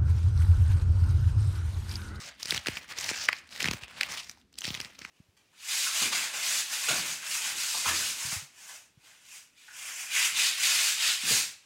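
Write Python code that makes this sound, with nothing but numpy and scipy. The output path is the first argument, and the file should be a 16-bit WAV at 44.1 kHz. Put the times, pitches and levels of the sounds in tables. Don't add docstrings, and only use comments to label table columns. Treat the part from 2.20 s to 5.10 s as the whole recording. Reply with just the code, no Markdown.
import sys
import numpy as np
from scipy import signal
from scipy.fft import rfft, irfft
from scipy.io import wavfile

SR = 44100
rng = np.random.default_rng(int(sys.argv[2]) if len(sys.argv) > 2 else 0)


def boost(x):
    u = np.asarray(x, float) / 20
    return 10 ** u


def materialize(psi):
    bounded = np.clip(np.atleast_2d(psi).T, -1, 1)
    quanta = np.round(bounded * 32767).astype(np.int16)
    wavfile.write(sys.argv[1], SR, quanta)


N = 127890

# start_s, level_db (peak), pitch_hz (panel), edge_db
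CREASE_SNAPS = [(0.058, -36, 4850, -15), (0.198, -37, 5350, -6), (0.2297, -17.5, 5110, -9.5),
                (0.2562, -22.5, 4900, 4), (0.2722, -25.5, 6070, 4), (0.301, -26, 2250, -18),
                (0.307, -9.5, 3940, -28), (0.3223, -15, 1790, -3.5), (0.3461, -14.5, 3230, 11),
                (0.3612, -19, 2620, 6), (0.3769, -16, 2900, -16), (0.4487, -31.5, 2300, -1),
                (0.4698, -11, 2410, 25), (0.4837, -13, 2410, 19), (0.5769, -31.5, 2230, 7),
                (0.7227, -29.5, 4000, 2.5), (0.7854, -20, 4460, 7.5), (0.8, -23.5, 6300, -9.5),
                (0.81, -23.5, 5650, -20.5), (0.8622, -22.5, 4940, 2.5), (0.8903, -15, 1840, 1.5),
                (0.9125, -30.5, 3080, 11),
                (1.0585, -37, 7000, -13), (1.0874, -3.5, 1830, -11.5), (1.129, -14.5, 2200, -7),
                (1.2735, -46, 7440, 6), (1.2907, -37, 2430, 19), (1.3246, -35, 2300, -7),
                (1.361, -29, 2170, 8.5), (1.4041, -16, 2280, -8), (1.4209, -15.5, 2690, 4),
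                (1.4275, -15, 4700, -13.5), (1.443, -12.5, 1950, 6), (1.4568, -14.5, 2240, 8),
                (1.4758, -40, 2470, -7), (1.485, -9, 2110, 6.5), (1.5116, -15.5, 3230, 13),
                (1.5314, -23.5, 4850, 10), (1.5346, -18.5, 2250, 28), (1.635, -26.5, 2470, -6.5),
                (1.6807, -34, 2680, 7), (1.8097, -11.5, 2000, -8), (1.8137, -24, 4300, -0.5),
                (1.8319, -13.5, 2070, -11.5), (1.9215, -25.5, 5500, 1),
                (2.0144, -49, 4490, -17), (2.032, -34, 3620, -9), (2.0445, -37, 4430, -11),
              (2.0954, -21.5, 5260, 2), (2.113, -35, 6370, -3), (2.214, -52.5, 3010, -12),
              (2.328, -49, 6600, 1.5), (2.3404, -46, 3730, -3), (2.355, -42.5, 2960, 7.5),
              (2.381, -42, 6000, -4), (2.3854, -23, 3920, -13), (2.4073, -26, 6150, -12),
              (2.418, -24.5, 3000, -2), (2.44, -24, 2940, -12), (2.4453, -18, 2900, 10),
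              (2.4524, -18.5, 3600, -25), (2.4777, -22, 2780, 4), (2.487, -28, 2590, 6),
              (2.504, -19.5, 3040, -5), (2.5428, -22.5, 2950, -23), (2.5489, -20, 2750, -11),
              (2.602, -20, 2720, 15), (2.6128, -23.5, 4970, 1), (2.6184, -32, 2600, -15),
              (2.6476, -24, 4450, 9), (2.6565, -29, 2600, 12), (2.7903, -30, 5350, -1),
              (2.815, -37, 2500, 2), (2.849, -24, 1990, -46),
                (0.465, -39, 2400, 9), (0.46, -20, 1500, -5), (0.574, -24.5, 2300, 6),
              (0.57, -20.5, 2100, -7), (0.626, -39, 2100, 2), (0.63, -40, 2200, 13), (0.689, -38, 2700, 6),
              (0.7879, -19.5, 5300, 1), (0.8429, -18, 5600, -3), (0.906, -31, 4900, -3),
              (0.933, -28.5, 4500, 1), (1.0537, -29, 8900, -15), (1.0855, -23, 2820, 7),
              (1.093, -36, 1700, -12), (1.811, -18, 3700, -10), (1.687, -42, 6950, 7),
              (2.122, -50, 7000, 0), (2.173, -48.5, 830, -5.5), (2.381, -42, 7000, -10),
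              (2.387, -26, 7800, -21), (2.574, -31, 2700, 0), (2.751, -44, 2400, -5),
              (2.8178, -30, 2230, 0), (1.09, -16, 1086, -20), (1.13, -31.5, 930, -20), (0.25, -29, 4000, 2),
              (0.391, -32.5, 6000, -7), (0.26, -27, 7600, 2), (2.467, -26, 6900, -4), (2.554, -42, 3000, 0),
              (1.475, -18, 2460, -9), (1.832, -20, 5700, -7), (0.32, -23, 4600, 9),
              (1.087, -21.5, 3650, -20), (1.8102, -18, 3560, -22), (1.9, -38, 2800, 0),
              (2.829, -40, 2000, 3), (2.701, -43, 2600, -5)]
# start_s, length_s, level_db, brightness_db
FINGER_STROKES = [(0, 0.089, -44, -0.5), (0.105, 0.076, -61.5, -4), (0.2, 0.064, -49, -3),
                  (0.282, 0.087, -34.5, -2), (0.397, 0.043, -52.5, -1), (0.468, 0.12, -41, -2.5),
                  (0.616, 0.035, -52.5, -4.5), (0.695, 0.028, -41, -3), (0.716, 0.07, -71, 8),
                  (0.771, 0.045, -40, -1.5), (0.828, 0.068, -36, -0.5), (0.899, 0.042, -37, -1.5),
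                  (0.962, 0.096, -38.5, 2.5), (1.08, 0.11, -47, -2.5), (1.205, 0.076, -61.5, -6.5),
                  (1.317, 0.059, -43, -2), (1.403, 0.072, -32, -2.5), (1.505, 0.051, -45.5, -1.5),
                  (1.564, 0.018, -47.5, -2.5), (1.617, 0.024, -46, -3.5), (1.698, 0.082, -49.5, -5.5),
                  (1.783, 0.085, -41, -3.5), (1.892, 0.036, -39.5, -0.5), (1.94, 0.067, -40.5, 0),
                  (2.028, 0.096, -54, 0.5), (2.136, 0.079, -67, -1.5), (2.38, 0.045, -53.5, -1.5),
                  (2.442, 0.076, -41.5, 1), (2.536, 0.015, -41.5, 2), (2.567, 0.094, -46.5, -2),
                  (2.683, 0.078, -57, -3), (2.79, .13, -53, -3.5)]
# start_s, level_db (peak), pitch_hz (at the start), fall_s
AIR_PUFFS = [(0.325, -28.5, 740, 0.0042), (.345, -33, 250, 0.0092), (.376, -36, 201, 0.011),
             (.47, -30, 820, 0.0014), (0.4846, -23.5, 920, 0.0069), (0.522, -39, 149.9, 0.016),
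             (.913, -27, 1100, 0.0037), (1.088, -30.5, 870, 0.0015), (1.428, -32.5, 605, 0.0033),
             (1.446, -32, 308, 0.0074), (1.459, -28, 300, 0.0085), (1.472, -38, 300, 0.0068),
             (1.4855, -29, 450, 0.023), (1.513, -29.5, 494, 0.0054), (1.543, -31, 198, 0.0058),
             (1.626, -39, 120, 0.0092), (2.449, -42, 300, .006), (2.479, -29.5, 313, 0.0059),
             (2.505, -32, 397, 0.013), (2.546, -41, 247, 0.0089), (2.576, -42.5, 250, 0.0087),
             (2.609, -45.5, 252, 0.014), (2.653, -45, 305, 0.0046), (2.815, -46.5, 460, 0.011),
             (2.851, -44, 463, 0.0037)]
# frequency_hz, density_db (per Hz)
COLOUR_SPECTRUM = [(300, -5.5), (1000, -3), (2200, 3), (3400, 0), (5100, 1), (7800, -9.5), (13000, -24.5),
                   (16300, -12.5)]
# frequency_hz, density_db (per Hz)
ROOM_SPECTRUM = [(30, -1), (65, 4), (124, -11), (240, -3.5), (330, -9.5), (600, -25), (4400, -27.5),
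                 (16000, -43.5)]


def rms_one(x):
    return x / np.sqrt(np.mean(x ** 2) + 1e-20)


def coloured(x, spectrum):
    table_hz, table_db = np.array(spectrum).T
    hz = np.maximum(np.fft.rfftfreq(len(x), 1 / SR), 1)
    gain_db = np.interp(np.log(hz), np.log(table_hz), table_db)
    return irfft(rfft(x) * boost(gain_db), len(x))


def drift(rate_hz):
    pole = np.exp(-2 * np.pi * rate_hz / SR)
    noise = rng.standard_normal(N + SR)
    return rms_one(signal.lfilter([1], [1, -2 * pole, pole * pole], noise)[SR:])


def ring(x, hz, cycles):
    radius = boost(-60 * hz / cycles / SR)
    angle = 2 * np.pi * hz / SR
    zeros = [1 - radius * radius, 0, radius * radius - 1]
    poles = [2, -4 * radius * np.cos(angle), 2 * radius * radius]
    return signal.lfilter(zeros, poles, x + 1e-18)


def cut(x, hz, kind):
    return signal.sosfilt(signal.butter(2, hz, kind, fs=SR, output="sos"), x)


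def snaps():
    before, after = 400, 1200
    fall_s, cycles = 0.0004, 3.4
    lead_db, lead_s = -11, 0.002
    tail_db, tail_s = -14.5, 0.0061
    t = np.arange(-before, after) / SR
    late = np.maximum(t, 0)
    burst = late ** 2 * np.exp(-late / fall_s)
    burst = burst / burst.max()
    creak = boost(lead_db) * np.exp(t / lead_s) * (t <= 0)
    hiss = boost(tail_db) * np.exp(-late / tail_s) * (t > 0)
    click = boost(10) * (burst == 1)

    out = np.zeros(N + SR)
    for start_s, level_db, pitch_hz, edge_db in CREASE_SNAPS:
        white = rng.standard_normal((2, len(t)))
        slips = white[0] * burst + white[1] * (hiss + creak) + click
        upper_hz = min(1.99 * pitch_hz, 15000)
        panel = rms_one(ring(ring(slips, pitch_hz, cycles), pitch_hz, cycles))
        upper = boost(-10) * rms_one(ring(slips, upper_hz, 2 * cycles))
        edge = boost(edge_db) * rms_one(coloured(slips, COLOUR_SPECTRUM))
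        x = panel + upper + edge
        i = int(start_s * SR) - before
        out[i:i + len(t)] += boost(level_db) * x / np.abs(x).max()
    return out[:N]


def hand():
    rise_s, bright_fall_s, dull_fall_s = 0.0086, 0.012, 0.02
    t = np.arange(N) / SR
    low_gain, high_gain = 1e-9, 1e-9
    for start_s, length_s, level_db, brightness_db in FINGER_STROKES:
        rise = np.minimum((t - start_s) / rise_s, 0)
        after = np.minimum(start_s + length_s - t, 0)
        low_gain = low_gain + np.exp(rise + after / dull_fall_s) * boost(level_db - brightness_db)
        high_gain = high_gain + np.exp(rise + after / bright_fall_s) * boost(level_db + brightness_db)
    return low_gain, high_gain


def rustle(low_gain, high_gain):
    grains_per_s, smear_s, cycles = 3300, 0.0019, 8.8
    sizes = boost(0.5 * np.minimum(rng.exponential(1, N), 3))
    chance = rng.random(N)
    clumps = boost(2.5 * drift(90))
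    born = chance < grains_per_s * clumps / SR
    pitches_hz = np.geomspace(500, 14000, 24)
    dealt = rng.integers(0, 24, N)
    smear = np.hanning(int(smear_s * SR) + 3)
    white = rng.standard_normal((2, N))

    grains, rub = 0, 0
    for k, hz in enumerate(pitches_hz):
        patch = boost(4.5 * drift(7.1)) / np.sqrt(hz)
        slips = np.convolve(sizes * born * (dealt == k), smear, "same") * white[0]
        grains = grains + patch * ring(slips, hz, cycles)
        rub = rub + patch * ring(np.roll(white[1], 999 * k), hz, cycles)

    rub_gain = boost(-4 + 2.5 * drift(110))
    x = boost(-5) * rms_one(grains) + rub_gain * rms_one(rub)
    x = np.diff(x, prepend=0) + 0.13 * x
    x = rms_one(coloured(x, COLOUR_SPECTRUM))
    low = cut(x, 3200, "low")
    top = cut(cut(x, 8800, "high"), 8800, "high")
    top_gain = np.sqrt(high_gain / low_gain) - 1
    return low * low_gain + (x - low + top * top_gain) * high_gain


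def puffs(stir):
    stretch_turns, rise_s = 1.16, 0.0002
    out = np.zeros(N)
    t = np.arange(4000) / SR
    wobble = 0.12 * drift(33)
    for start_s, level_db, pitch_hz, fall_s in AIR_PUFFS:
        i = int(start_s * SR)
        n = min(len(t), N - i)
        turns = stretch_turns * np.log(1 + t[:n] * pitch_hz / stretch_turns)
        uneven = (wobble[i:i + n] - wobble[i]) * np.minimum(turns / 2, 1)
        envelope = np.exp(-t[:n] / fall_s) * (1 - np.exp(-t[:n] / rise_s))
        out[i:i + n] += boost(level_db) * np.sin(2 * np.pi * (turns + uneven)) * envelope

    flutter = cut(cut(rng.standard_normal(N), 200, "low"), 60, "high")
    lumps = flutter * boost(2.5 * drift(33))
    return out + boost(-23) * stir * rms_one(lumps)


def walls(x):
    t60_s, echo_db = 0.42, -24
    t = np.arange(SR // 2) / SR
    noise = cut(rng.standard_normal(len(t)), 3800, "low")
    tail = noise * boost(-60 * t / t60_s) * (t > 0.006)
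    return boost(echo_db) * signal.fftconvolve(x, tail / np.sqrt(np.sum(tail ** 2)))[:N]


def room_hum():
    return boost(-65) * rms_one(coloured(rng.standard_normal(N), ROOM_SPECTRUM))


def scene():
    low_gain, high_gain = hand()
    paper = rustle(low_gain, high_gain) + snaps()
    room = room_hum()
    mix = paper + walls(paper) + puffs(low_gain) + room
    return mix[None]


def band_limit(x):
    return signal.sosfilt(signal.butter(12, 16670, fs=SR, output="sos"), x)


def record(dry):
    bass_cut = signal.butter(5, 60, "high", fs=SR, output="sos")
    top_cut = signal.cheby2(12, 70, 16750, fs=SR, output="sos")
    x = signal.sosfilt(bass_cut, dry)
    x = signal.sosfilt(top_cut, x)
    return band_limit(x)


dry = scene()
out = record(dry)
materialize(out)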